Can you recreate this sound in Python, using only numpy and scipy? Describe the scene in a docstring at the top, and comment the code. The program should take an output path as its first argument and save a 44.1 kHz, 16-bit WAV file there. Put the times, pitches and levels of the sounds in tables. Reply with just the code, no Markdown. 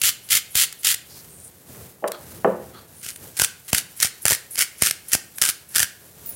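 """A pepper mill grinds close to a microphone on a cook's apron, in a kitchen with a short ring.
The cook sets it down with the salt mill on a wooden board a little farther off, then takes up the
salt mill and twists that. Each turn crushes a stream of grit, broken by the cracks of whole grains
that jolt the mill; fingers slip on the cap between turns. A jar clinks softly, and the apron
rustles right at the microphone as the arms move."""
import sys
import numpy as np
from scipy import signal
from scipy.fft import rfft, irfft, next_fast_len
from scipy.io import wavfile

SR = 44100
rng = np.random.default_rng(int(sys.argv[2]) if len(sys.argv) > 2 else 0)


def to_wav(s):
    """Save 16-bit WAV."""
    ch = np.atleast_2d(s).T  # columns
    pcm = np.round(np.clip(ch, -1, 1) * 32767)  # PCM
    wavfile.write(sys.argv[1], SR, pcm.astype(np.int16))


N = 280278
TIME = np.arange(N) / SR

# Levels in the tables are relative, within each layer.
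# Turns of the cap, its hollow ring and the finger slip ahead of each turn:
# start_s, end_s, grit_db, cap_hz, cap_db, slip_lead_s, slip_db
PEPPER_TWISTS = [(0.036, 0.092, -16, 2160, -22, 0.042, -36), (0.308, 0.374, -16.5, 2170, -22, 0.072, -41.5),
                 (0.565, 0.637, -16, 2100, -27, 0.057, -36), (0.849, 0.92, -17.5, 2020, -27, 0.06, -37)]
SALT_TWISTS = [(3.035, 3.106, -37, 3080, -25, 0.023, -39), (3.398, 3.445, -22, 1580, -18, 0.029, -43),
               (3.736, 3.79, -25, 3000, -24, 0.087, -43), (4.022, 4.053, -20, 2250, -23, 0.057, -32),
               (4.27, 4.344, -24.5, 1860, -16, 0.051, -30), (4.588, 4.628, -21, 2220, -17, 0.08, -29.5),
               (4.826, 4.886, -22, 2150, -45, 0.044, -37), (5.13, 5.146, -21, 1687, -54, 0.045, -26.5),
               (5.427, 5.499, -24.5, 1640, -17, 0.069, -34),
               (5.761, 5.831, -22.5, 1760, -14.5, 0.073, -38.5)]
# The loudest grains breaking: time_s, crack_db, jolt_db
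PEPPER_LOUD_CRACKS = [(0.0156, -13.5, -41), (0.0344, -22, -36.5), (0.053, -14, -45), (.3203, -14, -51),
                      (.328, -11.5, -41), (.352, -13, -43), (.553, -12, -27.5), (0.5973, -16, -48),
                      (.8464, -14.5, -50), (0.87, -10, -39), (0.9419, -16.5, -44)]
SALT_LOUD_CRACKS = [(3.063, -26.5, -41), (3.087, -25.5, -48), (3.397, -12, -28), (3.417, -8, -20),
                    (3.4376, -13, -50), (3.446, -11, -39), (3.7302, -8.5, -14.5), (3.7467, -10.5, -33),
                    (3.7814, -12.5, -61), (4.0014, -16.5, -41), (4.0284, -6.5, -34), (4.046, -17, -25.5),
                    (4.2536, -8, -20.5), (4.263, -12.5, -35), (4.2808, -8, -39), (4.3008, -12, -38),
                    (4.3074, -11.5, -25.5), (4.319, -10, -21.5), (4.3291, -12.5, -48), (4.5811, -17, -37),
                    (4.59, -11.5, -43), (4.6134, -12, -37), (4.8212, -5.5, -17), (4.86, -14.5, -50),
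                    (4.87, -17, -55), (4.9099, -10.5, -40), (5.1325, -7, -29.5), (5.1493, -11.5, -23),
                    (5.4156, -9, -27), (5.4208, -8, -31.5), (5.437, -11.5, -34), (5.4515, -12, -46),
                    (5.46, -14.5, -51), (5.4888, -10.5, -35), (5.759, -10, -51), (5.766, -11, -37),
                    (5.7938, -11.5, -47), (5.8014, -11.5, -26.5), (5.829, -10, -29)]
# Colour of each mill from close by: frequency_hz, level_db
PEPPER_COLOUR = [(100, -38), (800, -22), (1080, -18), (1350, -4.5), (1650, -6), (2050, -1), (3200, 0),
                 (5200, -1.5), (7100, -0.5), (8500, 0), (11000, 1.5), (13500, -3), (16000, -4.5)]
SALT_COLOUR = [(100, -17.5), (800, -20.5), (1100, -17.5), (1400, -2.5), (1800, -2.5), (2200, -1),
               (3100, -4), (4000, -5), (5500, 0.5), (7300, -1.5), (9300, 2), (12000, -1.5), (13500, -4.5),
               (16000, -9.5)]
# Short rings of the burr: pitch_hz, width_hz, level_db
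BURR_MODES = [(3100, 290, -23), (4440, 390, -29), (7290, 190, -22), (9100, 300, -25)]
# Mills touching and landing on the board: time_s, level_db, low_cut_hz, high_cut_hz
BOARD_KNOCKS = [(1.748, -32, 700, 2300), (2.024, -15, 382, 700), (2.041, -4.5, 466, 2120),
                (2.4459, 3, 111, 1920)]
# Modes of the wooden board: pitch_hz, level_db, t60_s
BOARD_MODES = [(184.7, -19.5, 0.17), (208, -44, 0.15), (238, -34, 0.2), (359.3, -29, 0.61),
               (408, -22.5, 0.27), (486.4, -17.5, 0.15), (533, -16, 0.083), (595, -20.5, 0.18),
               (640, -21, 0.16), (663, -23.5, 0.18), (745, -27, 0.18), (813, -26, 0.2), (930, -22, 0.068),
               (1092, -19, 0.04), (1330, -22, 0.045), (1470, -23.5, 0.029), (1640, -23, 0.037),
               (1714, -13.5, 0.013), (3040, -17.5, 0.019)]
# The counter's many close resonances: frequency_hz, level_db
COUNTER_COLOUR = [(120, -21), (185, -1), (300, -11), (420, -0.5), (580, 2), (760, -6.5), (1100, -10.5),
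                  (1400, -25), (1800, -29), (2600, -24), (6000, -33)]
# Clicks and scuffs of the mills in the hand: start_s, length_s, level_db
HAND_CLICKS = [(.7257, .003, -29), (2.076, 0.0091, -29), (2.1186, 0.0017, -21.5), (3.16, 0.0026, -32),
               (3.368, 0.013, -28), (3.68, 0.025, -33.5), (4.555, 0.0034, -23.5), (5.3835, 0.0021, -24)]
# Colour of those clicks: frequency_hz, level_db
CLICK_COLOUR = [(500, -17), (2000, -0.5), (3800, -1), (6000, -1), (9500, 4.5), (12500, 0), (16000, -1.5)]
# Long slides of a hand along a mill: start_s, end_s, level_db, pitch_hz, width_hz
HAND_SLIDES = [(1.098, 1.206, -37, 4600, 1120), (1.302, 1.45, -42, 8840, 1100),
               (1.44, 1.479, -37, 9200, 1100), (2.963, 3.175, -41.5, 9500, 800),
               (6.273, 6.35, -36.5, 10460, 250)]
# Thin squeaks as the mill is lowered: start_s, level_db
MILL_SQUEAKS = [(6.26, -25), (6.291, -27)]
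# A jar clinks, a hand rubs off it: start_s, end_s, fall_s, level_db
JAR_CONTACTS = [(2.118, 2.118, 0.036, -39.5), (2.145, 2.147, 0.012, -41), (2.746, 2.79, 0.036, -47)]
# Ring of the jar: pitch_hz, width_hz, level_db
JAR_MODES = [(1240, 180, 5), (3350, 180, -2), (4130, 180, -3), (4450, 200, -5)]
# Reaches of the arms, each swelling and fading: middle_s, half_length_s, hiss_db, rumble_db
ARM_REACHES = [(1.182, 0.086, -44.5, -52), (1.36, 0.21, -49.5, -53.5), (1.794, .1, -44, -46),
               (2.307, .11, -43, -44), (2.662, 0.2, -50.5, -46.5), (3.257, 0.043, -41, -44.5),
               (6.062, 0.065, -46.5, -54), (6.295, 0.11, -44, -49.5)]
# Soft bumps of the arm on the apron: time_s, level_db
APRON_BUMPS = [(1.689, -37.5), (3.228, -54)]
# Colour of the cloth's hiss and of the rumble at the microphone: frequency_hz, level_db
APRON_COLOUR = [(300, -1), (1200, -5.5), (3000, -5.5), (5500, -4.5), (9000, -0.5), (12500, 1),
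                (16000, -1.5)]
MIC_RUMBLE_COLOUR = [(20, -42), (45, -14), (75, -0.5), (125, 0), (180, -2.5), (280, -9.5), (420, -6.5),
                     (700, -13.5), (1100, -20), (1700, -19.5), (3000, -30), (8000, -45)]
# Ring of the kitchen: frequency_hz, t60_s
KITCHEN_DECAY = [(150, 0.56), (700, 0.41), (1700, 0.48), (4000, 0.41), (9000, 0.29), (15000, 0.2)]


def pepper_mill():
    """Close up, peppercorns crumble into a dense, even crunch."""
    cracks = breaking(PEPPER_TWISTS, PEPPER_LOUD_CRACKS, length_s=0.0047, per_s=100,
                      small_db=-1, spread_db=2.5, jolt_db=-29.5)
    crunch = grinding(PEPPER_TWISTS, cracks, PEPPER_COLOUR, crack_db=-2, steady_db=-2,
                      bite_db=-11.5, lead_in_s=0.013, run_out_s=0.022)
    return crunch + jolts(cracks, thud_hz=88.4, thud_db=6,
                          clack_hz=666, clack_t60_s=0.008, clack_db=-1, shell_db=-2)


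def salt_mill():
    """Just as close, hard crystals give sharper cracks that shake the mill."""
    cracks = breaking(SALT_TWISTS, SALT_LOUD_CRACKS, length_s=0.0026, per_s=120,
                      small_db=4.5, spread_db=7.5, jolt_db=-30.5)
    crunch = grinding(SALT_TWISTS, cracks, SALT_COLOUR, crack_db=-1.5, steady_db=0,
                      bite_db=-9, lead_in_s=0.025, run_out_s=0.027)
    return crunch + jolts(cracks, thud_hz=89, thud_db=1.5,
                          clack_hz=700, clack_t60_s=0.0098, clack_db=-0.5, shell_db=8.5)


def breaking(turns, loudest, length_s, per_s, small_db, spread_db, jolt_db):
    """Small grains crack unevenly among the loud ones; gives time_s, length_s, crack_db, jolt_db."""
    count, margin_s, fade_db_per_s = 24, 0.02, 600  # cracks spill past each turn, fading
    cracks = [(s, length_s, db, jolt) for s, db, jolt in loudest]
    for start, end, grit_db, *_ in turns:
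        moments = start - margin_s + (np.arange(count) + rng.random(count)) / per_s
        outside_s = np.maximum(np.maximum(start - moments, moments - end), 0)
        scatter_db = spread_db * (2 * rng.random(count) - 1)
        levels = grit_db + small_db + scatter_db - fade_db_per_s * outside_s
        cracks += [(s, length_s / 2, db, db + jolt_db)
                   for s, db in zip(moments, levels) if 0 < s < end + margin_s]
    return cracks


def grinding(turns, cracks, spectrum, crack_db, steady_db, bite_db, lead_in_s, run_out_s):
    """Grit crumbles through each turn, lightly as the burr bites and runs out; whole grains burst."""
    crush = np.zeros(N)
    for start, end, grit_db, *_ in turns:
        bite = from_db(bite_db) * gate(start, end, lead_in_s, run_out_s)
        crush += from_db(grit_db) * (gate(start, end, 0.0032, 0.0095) + bite)
    grit = crush * grains(13000, spread_db=3.5) * crumbling(240, fall_s=0.0011, steady_db=steady_db)
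    snaps = bursts(cracks, fall_s=0.00073) * grains(26000, spread_db=2.5)
    crunch = from_db(-3) * grit + from_db(crack_db) * snaps
    burr = sum(from_db(db) * resonance(crunch, hz, width) for hz, width, db in BURR_MODES)
    out = colour(crunch + burr, spectrum)
    for start, end, _, cap_hz, cap_db, *_ in turns:  # each new grip retunes the hollow of the cap
        turn = slice(max(round((start - 0.1) * SR), 0), round((end + 0.1) * SR))
        out[turn] += from_db(cap_db) * resonance(crunch[turn], cap_hz, width_hz=220)
    return out


def jolts(cracks, thud_hz, thud_db, clack_hz, clack_t60_s, clack_db, shell_db):
    """When a grain gives way the burr jumps: the hand-held mill thuds and its shell rattles."""
    shakes = [(s, length, jolt_db) for s, length, _, jolt_db in cracks]
    kicks = np.zeros(N)
    for s, _, db in shakes:
        kicks[round(s * SR)] += from_db(db)
    rattle = bursts(shakes, fall_s=0.0013) * rng.standard_normal(N)
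    shell = butterworth(rattle, [200, 1250], "band")
    thud = ring(kicks, thud_hz, t60_s=0.032) - from_db(-2.5) * ring(kicks, hz=171, t60_s=0.016)
    clack = ring(kicks, clack_hz, clack_t60_s) - ring(kicks, hz=378, t60_s=0.011)
    return from_db(thud_db) * thud + from_db(clack_db) * clack + from_db(shell_db) * shell


def board():
    """A mill lands on the board: a blunt push, the wood's modes and a wash from the counter beneath."""
    out = np.zeros(N)
    counter = colour(rng.standard_normal(N), COUNTER_COLOUR)
    age = TIME[:SR // 2]
    push = 1.0 * (age == 0)
    modes = sum((-1) ** k * from_db(db) * ring(push, hz, t60)
                for k, (hz, db, t60) in enumerate(BOARD_MODES))
    wood = modes - from_db(-1.5) * ring(push, hz=660, t60_s=0.006)
    for s, db, low_cut_hz, high_cut_hz in BOARD_KNOCKS:
        at = round(s * SR)
        wash = counter[at:at + len(age)] * from_db(-17 - 60 * age / 0.27)
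        blow = butterworth(wood + wash, low_cut_hz, "high")  # a light touch leaves the low modes still
        blow = butterworth(blow, high_cut_hz, "low", order=4)  # a blunt one leaves out the high ones
        out[at:at + len(age)] += from_db(db) * blow
    return out


def hands():
    """Small clicks, the high swish of skin catching and sliding on the mill, and a double squeak."""
    clicks = colour(bursts(HAND_CLICKS, fall_s=0.00099) * grains(20000, spread_db=5), CLICK_COLOUR)
    slip_gap_s = 0.033  # the fingers find their new grip this long before a turn
    regrips = sum(from_db(db) * gate(start - lead_s, start - slip_gap_s, 0.002, 0.0044)
                  for start, *_, lead_s, db in PEPPER_TWISTS + SALT_TWISTS)
    strokes = sum(from_db(db) * gate(start, end, 0.008, 0.008) * resonant_noise(hz, width)
                  for start, end, db, hz, width in HAND_SLIDES)
    skin = regrips * resonant_noise(hz=10560, width_hz=1600) + strokes
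    catching = crumbling(48, fall_s=0.0013, steady_db=-3)
    swish = from_db(-6) * butterworth(skin * catching, 6500, "high")
    squeak_level = sum(from_db(db) * gate(s, s + 0.003, 0.001, 0.012) for s, db in MILL_SQUEAKS)
    squeaks = squeak_level * resonant_noise(hz=14900, width_hz=160)
    return clicks + (swish + squeaks) * flicker(250, spread_db=1.23)


def jar():
    """A nearby jar's few resonances ring softly under the fingers."""
    touch = sum(from_db(db) * gate(start, end, (end - start) / 4, fall)
                for start, end, fall, db in JAR_CONTACTS)
    ringing = sum(from_db(db) * resonant_noise(hz, width) for hz, width, db in JAR_MODES)
    return touch * unit_power(ringing)


def apron():
    """Arms rub and bump the cloth; long reaches also rumble at the microphone, over the quiet room."""
    rest_hiss_db, rest_rumble_db, twist_hiss_db = -54, -56.5, -49
    twists = sum(swell((start + end) / 2, half_s=0.14) ** 2
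                 for start, end, *_ in PEPPER_TWISTS + SALT_TWISTS)
    hiss_power = from_db(rest_hiss_db) ** 2 + from_db(twist_hiss_db) ** 2 * twists
    rumble_power = np.full(N, from_db(rest_rumble_db) ** 2)
    for middle_s, half_s, hiss_db, rumble_db in ARM_REACHES:
        motion = swell(middle_s, half_s)
        hiss_power += (from_db(hiss_db) * motion) ** 2
        rumble_power += (from_db(rumble_db) * motion) ** 2
    fibres = colour(grains(16000, spread_db=7), APRON_COLOUR) * flicker(60, spread_db=1.2)
    rumble = colour(rng.standard_normal(N), MIC_RUMBLE_COLOUR) * flicker(30, spread_db=0.64)
    bump_level = sum(from_db(db) * gate(s, s, 0.0018, 0.018) for s, db in APRON_BUMPS)
    bumps = bump_level * resonant_noise(hz=139, width_hz=40)
    return np.sqrt(hiss_power) * fibres + np.sqrt(rumble_power) * rumble + bumps


def kitchen(x, wet_db):
    """Diffuse reflections reach the microphone a few milliseconds late and die sooner in the treble."""
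    age, edges_hz = TIME[:SR * 2 // 3], np.geomspace(100, 18000, 9)
    response = np.zeros(len(age))
    for low, high in zip(edges_hz, edges_hz[1:]):
        band = butterworth(rng.standard_normal(len(age)), [low, high], "band")
        t60_s = at_hz(KITCHEN_DECAY, np.sqrt(low * high))
        response += band * from_db(-60 * age / t60_s)
    response *= np.clip(age / 0.0036 - 1, 0, 1)
    response /= np.sqrt(np.sum(response ** 2))
    return from_db(wet_db) * signal.fftconvolve(x, response)[:N]


def grains(per_s, spread_db):
    """Tiny fractures at random moments, of uneven size; unit power."""
    sizes = uneven_sizes(spread_db) * rng.choice([-1, 1], N)
    return unit_power(sizes * (rng.random(N) < per_s / SR))


def crumbling(per_s, fall_s, steady_db):
    """Each small collapse starts at once and trickles away, over a steady rub; unit power."""
    moments = (np.cumsum(rng.uniform(0.25, 1.75, 4000)) * SR / per_s).astype(int)
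    collapses = np.zeros(N)
    collapses[moments[moments < N]] = 1
    collapses *= uneven_sizes(spread_db=2.6)
    trickle = signal.lfilter([1], [1, -np.exp(-1 / (fall_s * SR))], collapses + 1e-18)
    return unit_power(trickle + from_db(steady_db))


def uneven_sizes(spread_db):
    """A random gain for every sample, held within twice the spread."""
    return from_db(spread_db * np.clip(rng.standard_normal(N), -2, 2))


def bursts(rows, fall_s):
    """Envelope of sudden bursts from rows that begin start_s, length_s, level_db."""
    power, age = np.zeros(N), TIME[:SR // 20]
    for s, length, db, *_ in rows:
        at = round(s * SR)
        shape = from_db(db) * np.exp(-np.maximum(age - length, 0) / fall_s)
        power[at:at + len(age)] += shape[:N - at] ** 2
    return np.sqrt(power)


def gate(start, end, rise_s, fall_s):
    """Full between start and end, with exponential flanks."""
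    before = np.maximum((start - TIME) / max(rise_s, 1e-12), 0)
    after = np.maximum((TIME - end) / fall_s, 0)
    return np.exp(-np.minimum(before + after, 20))


def swell(middle_s, half_s):
    """A smooth rise and fall of height 1."""
    return np.exp(-np.minimum(((TIME - middle_s) / half_s) ** 2, 40) / 2)


def flicker(per_s, spread_db):
    """A gain that wanders at random, about per_s times a second."""
    wander = np.interp(TIME * per_s, np.arange(N), rng.standard_normal(N))
    return from_db(spread_db * unit_power(wander))


def ring(clicks, hz, t60_s):
    """A unit click sets a decaying sine of height 1 ringing."""
    r, w = from_db(-60 / (t60_s * SR)), 2 * np.pi * hz / SR
    return signal.lfilter([0, np.sin(w)], [1, -2 * r * np.cos(w), r * r], clicks + 1e-18)


def resonance(x, hz, width_hz):
    """One resonance that keeps the power of white noise."""
    r, w = np.exp(-np.pi * width_hz / SR), 2 * np.pi * hz / SR
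    gain = np.sqrt((1 - r * r) / 2)
    return signal.lfilter([gain, 0, -gain], [1, -2 * r * np.cos(w), r * r], x + 1e-18)


def resonant_noise(hz, width_hz):
    """Noise through one resonance; unit power."""
    return resonance(rng.standard_normal(N), hz, width_hz)


def colour(x, spectrum):
    """Causal (minimum-phase) filter that keeps the power of white noise."""
    size = next_fast_len(N + 8192, True)
    gain = unit_power(from_db(at_hz(spectrum, np.arange(size // 2 + 1) * SR / size)))
    cepstrum = irfft(np.log(gain), size)
    cepstrum[1:size // 2] *= 2
    cepstrum[size // 2 + 1:] = 0
    return irfft(rfft(x, size) * np.exp(rfft(cepstrum)), size)[:N]


def butterworth(x, hz, kind, order=2):
    """A plain low, high or band pass."""
    return signal.sosfilt(signal.butter(order, hz, kind, fs=SR, output="sos"), x)


def at_hz(points, hz):
    """Read a table on a log-frequency axis."""
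    frequencies, values = np.transpose(points)
    return np.interp(np.log(np.maximum(hz, 1)), np.log(frequencies), values)


def from_db(db):
    """Decibels to gain."""
    return 10 ** (np.asarray(db) / 20)


def unit_power(x):
    """Scale to a mean square of 1."""
    return x / np.sqrt(np.mean(x ** 2) + 1e-20)


def scene():
    """Mills, hands and jar are near the microphone; the board, a little farther, carries more room."""
    near = pepper_mill() + salt_mill() + hands() + jar()
    knocks = board()
    room = kitchen(near, wet_db=-16.5) + kitchen(knocks, wet_db=-10)
    return (near + knocks + room + apron())[None]


def record(dry):
    """The mono microphone sheds the deep bass and the very top; the loudest peaks are rounded off."""
    ceiling, bass_cut_hz, top_cut_hz = 0.78, 52, 15900
    top_cut = signal.ellip(12, 0.1, 80, top_cut_hz, fs=SR, output="sos")
    heard = signal.sosfilt(top_cut, butterworth(dry, bass_cut_hz, "high"))
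    rounded = heard / (1 + (heard / ceiling) ** 4) ** (1 / 4)
    return signal.sosfiltfilt(top_cut, rounded)


dry = scene()
out = record(dry)
to_wav(out)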